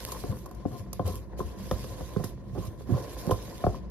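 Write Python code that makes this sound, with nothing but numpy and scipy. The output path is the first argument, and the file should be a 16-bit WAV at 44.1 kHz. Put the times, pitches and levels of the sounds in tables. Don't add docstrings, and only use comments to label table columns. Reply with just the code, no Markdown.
import sys
import numpy as np
from scipy import signal
from scipy.fft import rfft, irfft, next_fast_len
from scipy.io import wavfile
from scipy.ndimage import uniform_filter1d, map_coordinates

SR = 44100
rng = np.random.default_rng(int(sys.argv[2]) if len(sys.argv) > 2 else 0)


def wav_record(signal):
    frames = np.transpose(np.atleast_2d(signal))
    bounded = np.clip(frames, -1, 1)
    quanta = np.round(bounded * 32767).astype(np.int16)
    wavfile.write(sys.argv[1], SR, quanta)


N = 171990


def amp(db):
    return 10 ** (np.asarray(db) / 20)


def unit(x):
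    return x / np.sqrt(np.mean(x ** 2) + 1e-20)


def along(points, hz):
    point_hz, values = np.transpose(points)
    return np.interp(np.log(hz + 1), np.log(point_hz + 1), values)


def curves(rows):
    times, *columns = np.transpose(rows)
    return [np.interp(np.arange(N) / SR, times, column) for column in columns]


def wobble(rate):
    knots = rng.standard_normal(int(N * rate / SR) + 4)
    return map_coordinates(knots, [np.arange(N) * rate / SR])


def filtered(x, response):
    size = next_fast_len(x.shape[-1] + 8192)
    spectrum = rfft(x, size) * response(np.fft.rfftfreq(size, 1 / SR))
    return irfft(spectrum, size)[..., :x.shape[-1]]


def stereo(pair):
    # frequency in Hz, left-right likeness (0 to 1).
    likeness = [(100, .6), (250, .6), (700, .78), (1200, .8), (1800, .4), (2800, .45), (4500, .2),
                (6300, .35), (7900, .94), (9500, .7), (11500, .98), (13600, .75), (15000, .995)]
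    # frequency in Hz, phase by which left leads in half-turns.
    phase_lead = [(1500, 0), (2500, -.4), (6500, -1), (8200, -1), (9700, -1.45), (10900, -1.97),
                  (12200, -2), (13600, -2.5), (14800, -3)]
    # frequency in Hz, left-over-right level in dB.
    balance = [(60, -.5), (200, -2), (700, .5), (1300, 0), (2400, 1), (4700, -6), (7500, -1), (10000, 0),
               (15000, 0)]
    side = np.array([[1], [-1]])

    def blend(hz):
        angle = np.arccos(np.clip(along(likeness, hz), 0, 1)) / 2
        return np.array([np.cos(angle), np.sin(angle)])

    def lean_and_turn(hz):
        gain = amp(side * along(balance, hz) / 2)
        return gain * np.exp(.5j * np.pi * side * along(phase_lead, hz))

    common, opposed = filtered(pair, blend)
    return filtered(common + side * opposed, lean_and_turn)


def tub(f, lo_hz, hi_hz, scatter_db, step=-1):
    # mode frequency in Hz, resonance width in Hz, level in dB before scatter and step.
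    modes = [(59, 8.4, -2), (106.7, 18.8, 1), (153, 49, -5.5), (180.3, 43.2, -0.5), (226.2, 60, -5),
             (285.3, 50, 0.5), (424, 54.7, -0.5), (527, 55, 2.5), (632, 57, -4.5), (699.4, 32, -2.5),
             (1033.6, 63.6, -2.5), (1436, 110, -16.5), (1770, 300, -18), (2450, 100, -35),
             (3256, 370, -16.5), (5160, 290, -24)]
    gains = amp(scatter_db * rng.standard_normal((len(modes), 2, 1))) * [[1], [1j]]
    total = 0
    for k, (centre, width, db) in enumerate(modes):
        if lo_hz <= centre < hi_hz:
            resonance = 1j * f * width / (centre * centre - f * f + 1j * f * width)
            total = total + step ** k * gains[k] * amp(db) * resonance
    return total


def add(track, s, sound, peak_db, pan_db=0):
    part = track[:, round(s * SR):][:, :sound.shape[1]]
    gain = amp(peak_db + np.array([[.5], [-.5]]) * pan_db)
    part += (gain * sound / np.abs(sound).max())[:, :part.shape[1]]


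def grainy(rate, spread_db, share):
    struck = rng.random((2, N)) < rate / SR
    size = amp(spread_db * rng.exponential(size=(2, N)))
    hits = struck * size * rng.choice([-1, 1], (2, N))
    share = np.clip(share, 0, 1)
    return np.sqrt(share) * unit(hits) + np.sqrt(1 - share) * rng.standard_normal((2, N))


def patchy(x):
    patch_db = 2.5
    spectrum = signal.stft(x, nperseg=256)[2]
    field = rng.standard_normal(spectrum.shape[1:])
    field = uniform_filter1d(field, size=3, axis=0)
    field = uniform_filter1d(field, size=8, axis=1)
    return signal.istft(spectrum * amp(patch_db * unit(field)), nperseg=256)[1][:, :N]


def blade_hiss():
    # time in seconds, level in dB before tilt and flutter,
    # treble gain in dB (the rest moves as far the other way).
    hiss_course = [(0, -47.5, -3.5), (.09, -46.5, 0.5), (.15, -45, -2), (.3, -52.5, -2.5), (.42, -56, 1),
                   (.45, -65, -5.5), (.65, -67, -7.5), (.69, -58, -3), (.79, -51, -2.5), (.83, -62.5, -1.5),
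                   (.92, -76.5, -12), (.94, -65, -12), (1.04, -62.5, -4.5), (1.065, -46.5, -3),
                   (1.17, -49, 1), (1.2, -59, -2), (1.27, -69.5, -4.5), (1.365, -76, -11),
                   (1.385, -49.5, -1.5), (1.5, -55.5, -3.5), (1.56, -61.5, -4), (1.59, -53, -2),
                   (1.8, -49.5, -3.5), (2.07, -52, -2.5), (2.22, -56.5, -4), (2.25, -47.5, -0.5),
                   (2.3, -55, -1), (2.36, -72, -9.5), (2.45, -71, -5.5), (2.54, -62.5, -3.5),
                   (2.57, -55, -4), (2.67, -51.5, -1.5), (2.72, -62.5, -1), (2.77, -69, -4),
                   (2.8, -57.5, -4.5), (2.86, -65, -3), (2.9, -54, -2), (2.96, -48.5, -4),
                   (3.08, -52, -3.5), (3.2, -48, -1), (3.4, -50.5, -3.5), (3.66, -52.5, -4),
                   (3.79, -60, -7.5), (3.81, -70, -9), (3.9, -81, -16)]
    # frequency in Hz, gain in dB.
    hiss_colour = [(500, -30), (1500, -3), (2600, -1), (3500, 0), (5000, 0), (7000, 1.5), (10000, 0),
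                   (13000, -.5), (16000, -2)]
    tilt_hz, flutter_db = 6560, 1.3
    hiss_db, tilt_db = curves(hiss_course)
    tearing = grainy(1500, spread_db=3, share=.4)
    fizz = filtered(patchy(tearing), lambda hz: amp(along(hiss_colour, hz)))
    bright = filtered(fizz, lambda hz: 1 / (1 + (tilt_hz / (hz + 1)) ** 4))
    tilted = (amp(tilt_db) * bright + amp(-tilt_db) * (fizz - bright)) / np.std(fizz)
    return stereo(amp(hiss_db + flutter_db * wobble(49)) * tilted)


def blade_drag():
    # time in seconds, level in dB, level of its bass in dB (both before a random wobble),
    # left-over-right level in dB.
    drag_course = [(0.0, -45.5, -47.5, -2.5), (0.22, -47.5, -45, 1), (0.31, -45, -36.5, 4.5),
                   (0.4, -49.5, -46.5, -1), (0.69, -52.5, -47.5, 9), (0.87, -54, -46, 1),
                   (1.44, -51.5, -46, 1.5), (1.61, -46.5, -41, 1), (2.12, -45.5, -45, -1.5),
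                   (2.17, -46.5, -52, 1), (2.39, -55, -42.5, 1.5), (2.56, -50, -42, -2),
                   (2.77, -52.5, -47, 3.5), (2.93, -43.5, -29, -4), (3.0, -43.5, -50.5, -2),
                   (3.32, -46.5, -46, 4.5), (3.53, -46, -46, 0), (3.9, -53.5, -44, 2.5)]
    bass_hz, edge_hz = 270, 2000
    drag_db, bass_db, pan_db = curves(drag_course)
    slips = grainy(600, spread_db=3, share=0.45)
    wall_force = slips * amp(drag_db + 2.4 * wobble(24.99))
    belly_force = slips * amp(bass_db + 1.5 * wobble(10))
    wall = filtered(wall_force, lambda f: tub(f, bass_hz, edge_hz, 0))
    belly = filtered(belly_force, lambda f: tub(f, 0, bass_hz, 0))

    def rms_level(db):
        return np.sqrt(np.mean(amp(db) ** 2))

    rumble = rms_level(drag_db) * unit(wall) + rms_level(bass_db) * unit(belly)
    return amp(np.array([[.5], [-.5]]) * pan_db) * stereo(rumble)


def kitchen():
    # frequency in Hz, relative level in dB.
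    air_colour = [(18, -7), (30, 7.5), (263, -7.5), (341, 6.5), (787, -56), (945, -17.5), (1260, -27),
                  (1870, -51), (2020, -76), (14000, -66), (15500, -88)]
    # frequency in Hz, distance to half amplitude in Hz, rms level in dB.
    hum_bands = [(55, 7, -39), (131.2, 15.5, -49.5)]
    air = filtered(rng.standard_normal((2, N)), lambda hz: amp(along(air_colour, hz)))
    bed = amp(-50.5) * unit(air)
    for centre, width, db in hum_bands:
        hum = filtered(rng.standard_normal((2, N)), lambda f: 1 / (1 + ((f - centre) / width) ** 2))
        bed = bed + amp(db) * unit(hum)
    return stereo(bed)


def ticks():
    # start in seconds, peak level in dB, 60 dB decay time in seconds.
    tick_events = [(0.0625, -33.5, 0.022), (0.1191, -24.5, 0.035), (0.368, -42, 0.025),
                   (0.3866, -38.5, 0.05), (0.4585, -37, 0.039), (0.4902, -49, 0.037), (0.5116, -42, 0.024),
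                   (0.548, -44, 0.028), (0.9303, -23, 0.018), (1.056, -45, 0.03), (1.076, -31, 0.045),
                   (1.3757, -48, 0.03), (1.387, -41.5, 0.12), (1.711, -34, 0.1), (1.8414, -36, 0.038),
                   (2.2405, -27.5, 0.05), (2.65, -39, 0.069), (3.3097, -28.5, 0.091)]
    # frequency in Hz, gain in dB.
    tick_colour = [(300, -21), (1000, 7), (3000, 2), (6000, 10.5), (10000, 8), (13000, 9), (16000, 6)]
    rise_s = .0006
    out, t = np.zeros((2, N)), np.arange(SR // 8) / SR
    for s, db, t60 in tick_events:
        noise = filtered(rng.standard_normal((2, len(t))), lambda hz: amp(along(tick_colour, hz)))
        add(out, s, noise * (1 - np.exp(-t / rise_s)) * amp(-60 * t / t60), db)
    return stereo(out)


def strike(out, s, force, db, belly_db, low_db, top_db, edge_db, pan_db):
    group_edges = [0, 215, 350, 800, 1250, 6000]
    stiff_hz = 880
    bending_s = 0.002574
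    soft_over = 1.27

    def dispersion(f):
        slow = np.minimum(f, stiff_hz)
        lag_integral = 2 * np.sqrt(slow) - slow / np.sqrt(stiff_hz)
        return np.exp(-2j * np.pi * bending_s * np.sqrt(1000) * lag_integral)

    over = (belly_db, low_db, 0, top_db, edge_db)
    for lo, hi, over_db in zip(group_edges, group_edges[1:], over):
        def response(f):
            soft_tip = 1 / (1 + 1j * f / (soft_over * hi)) ** 4
            return tub(f, lo, hi, scatter_db=1.94, step=0.91) * dispersion(f) * soft_tip

        add(out, s, stereo(filtered(force, response)), db + over_db, pan_db)


def scuffs():
    # start in seconds, length in seconds, peak level of the middle modes in dB, then over it
    # in dB the belly, low, top and edge modes, and the left-over-right level in dB.
    scuff_events = [(0.064, 0.041, -44.5, 0, -10, 7.5, 3.5, 0), (0.134, 0.036, -39, -19, -11, 3.5, -21, 2),
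                    (.31, 0.022, -33, -20, -3.5, -6.5, -16, 1),
                    (0.702, 0.076, -36, -12, -3.5, -8.5, -17, 5), (.93, 0.003, -34, -5, -18, -2.5, -17, -3),
                    (1.041, 0.078, -26.5, 1.5, -1.5, -12.5, -23, 1.5),
                    (1.115, 0.074, -35.5, 2, -3, -4.5, -16, 0), (1.409, 0.013, -35, 3.5, 5, -6, -30, -5),
                    (2.188, 0.032, -31, 1, -22, -12.5, -26, -4),
                    (2.545, 0.057, -28, 5, 3, -16.5, -39, -4.5),
                    (2.6, 0.075, -37.5, 4.5, -4, -4.5, -34, -7), (2.885, 0.037, -31, 10, 10, -23, -23, -6),
                    (2.929, 0.057, -28.5, -8, -21, -8, -17, 0), (3.24, 0.095, -31, -19, -0.5, -10, -35, -7),
                    (3.7, 0.083, -39.5, 5, 3, -10, -33, 0)]
    stutters_per_s, spread_db = 900, 3
    out, t = np.zeros((2, N)), np.arange(8000) / SR
    for s, length, *levels in scuff_events:
        struck = rng.random(len(t)) < stutters_per_s / SR
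        size = amp(spread_db * rng.standard_normal(len(t)))
        stutter = struck * size * rng.choice([-1, 1], len(t))
        swell = np.sqrt(np.abs(np.sin(np.pi * np.clip(t / length, 0, 1))))
        force = swell * (stutter + 0.033 * rng.standard_normal(len(t)))
        strike(out, s, np.ones((2, 1)) * force, *levels)
    return out


def knocks():
    # time in seconds, peak level of the middle modes in dB, then over it in dB
    # the belly, low, top and edge modes, and the left-over-right level in dB.
    knock_events = [(0.121, -33.5, -19, -17, 1.5, -14, 4), (0.238, -22.5, -3.5, 0.5, -16, -34, 2.5),
                    (0.46, -34.5, -8, -9, -6, -16, 1), (0.512, -38, -14, -5, -3.5, -24, -4),
                    (0.653, -20, -5.5, 4, -18.5, -45, 4.5), (0.995, -16, -1, -3, -10, -27, 2.5),
                    (1.373, -44, 3, -11, -20, -20, 12), (1.392, -23.5, -11.5, -9.5, -19, -40, -1),
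                    (1.403, -23, -1.5, -12, -4, -36, 4), (1.712, -15.5, 0.5, -5.5, -7.5, -8.5, 1.5),
                    (1.842, -32, -8, -6, -5.5, -26, -5.5), (2.007, -28.5, 3.5, -3.5, -13, -38, 5),
                    (2.163, -21, 5, -31, -13.5, -41, -7), (2.238, -29, 2.5, -26, -8.5, -8, -6),
                    (2.806, -35.5, -8, -9, -13, -22, -8), (3.272, -27.5, 9, -1.5, -25, -32, -7),
                    (3.294, -19.5, -4.5, -27, -30, -28, -6), (3.309, -12.5, -11.5, -23, -10.5, -16, -2),
                    (3.315, -18.5, 2, -5.5, -2.5, -23, -5), (3.64, -12, -4.5, -24, -17.5, -48, 0.5),
                    (3.666, -10.5, -4, -20, -15.5, -29, 2), (3.745, -44.5, -3, -2, 10, -33, 0.5)]
    chatter_db, chatter_t60 = -14, .014
    lead = 100
    out, t = np.zeros((2, N)), np.arange(8000) / SR
    for s, *levels in knock_events:
        chatter = amp(chatter_db - 60 * t / chatter_t60) * rng.standard_normal(len(t))
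        force = np.roll((t == 0) + chatter, lead)
        strike(out, s - lead / SR, np.ones((2, 1)) * force, *levels)
    return out


def thumps():
    # start in seconds, peak level in dB, pitch in Hz, 60 dB decay time in seconds,
    # left-over-right level in dB.
    thump_events = [(0.293, -20, 96, 0.042, 9), (0.656, -22.5, 105, 0.015, 14), (0.714, -33.5, 117, 0.1, 5),
                    (0.796, -32, 91, 0.099, 5), (1.044, -20, 86.7, 0.15, 4), (1.443, -25, 70.6, 0.13, 8),
                    (1.727, -22, 55, 0.072, -11), (1.906, -32, 98, 0.12, 5), (2.011, -25, 66.5, 0.083, 1),
                    (2.198, -28, 158, 0.076, -11), (2.526, -32.5, 121.5, 0.079, -13),
                    (2.677, -24.5, 86, 0.043, 2), (2.918, -19.5, 108.4, 0.077, -10),
                    (2.942, -16, 115, 0.052, -6), (3.319, -27, 104, 0.046, -1)]
    rise_s = 0.0059
    out, t = np.zeros((2, N)), np.arange(SR // 4) / SR
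    for s, db, hz, t60, pan_db in thump_events:
        shape = (1 - np.exp(-t / rise_s)) ** 2 * amp(-60 * t / t60)
        phase = rng.normal(0, 0.35, (2, 1))
        add(out, s, shape * np.sin(2 * np.pi * hz * t + phase), db, pan_db)
    return out


def room(x):
    # frequency in Hz, 60 dB decay time in seconds.
    decay_times = [(200, 0.31), (2000, 0.18), (10000, 0.25)]
    hz, t, spectrum = signal.stft(rng.standard_normal((2, SR // 3)), SR, nperseg=256)
    decay = amp(-60 * t / along(decay_times, hz)[:, None])
    tail = signal.istft(spectrum * decay, SR, nperseg=256)[1]
    tail = tail / np.linalg.norm(tail[0])
    return stereo(signal.fftconvolve(x.mean(0)[None], tail, axes=1)[:, :N])


def scene():
    hits = ticks() + scuffs() + knocks() + thumps()
    scrape = blade_hiss() + blade_drag()
    return hits + amp(-9) * room(hits) + scrape + kitchen()


def record(dry):
    low_cut_hz, top_hz = 42, 15850
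    return filtered(dry, lambda hz: (1j * hz / (1j * hz + low_cut_hz)) ** 3 * (hz < top_hz))


dry = scene()
out = record(dry)
wav_record(out)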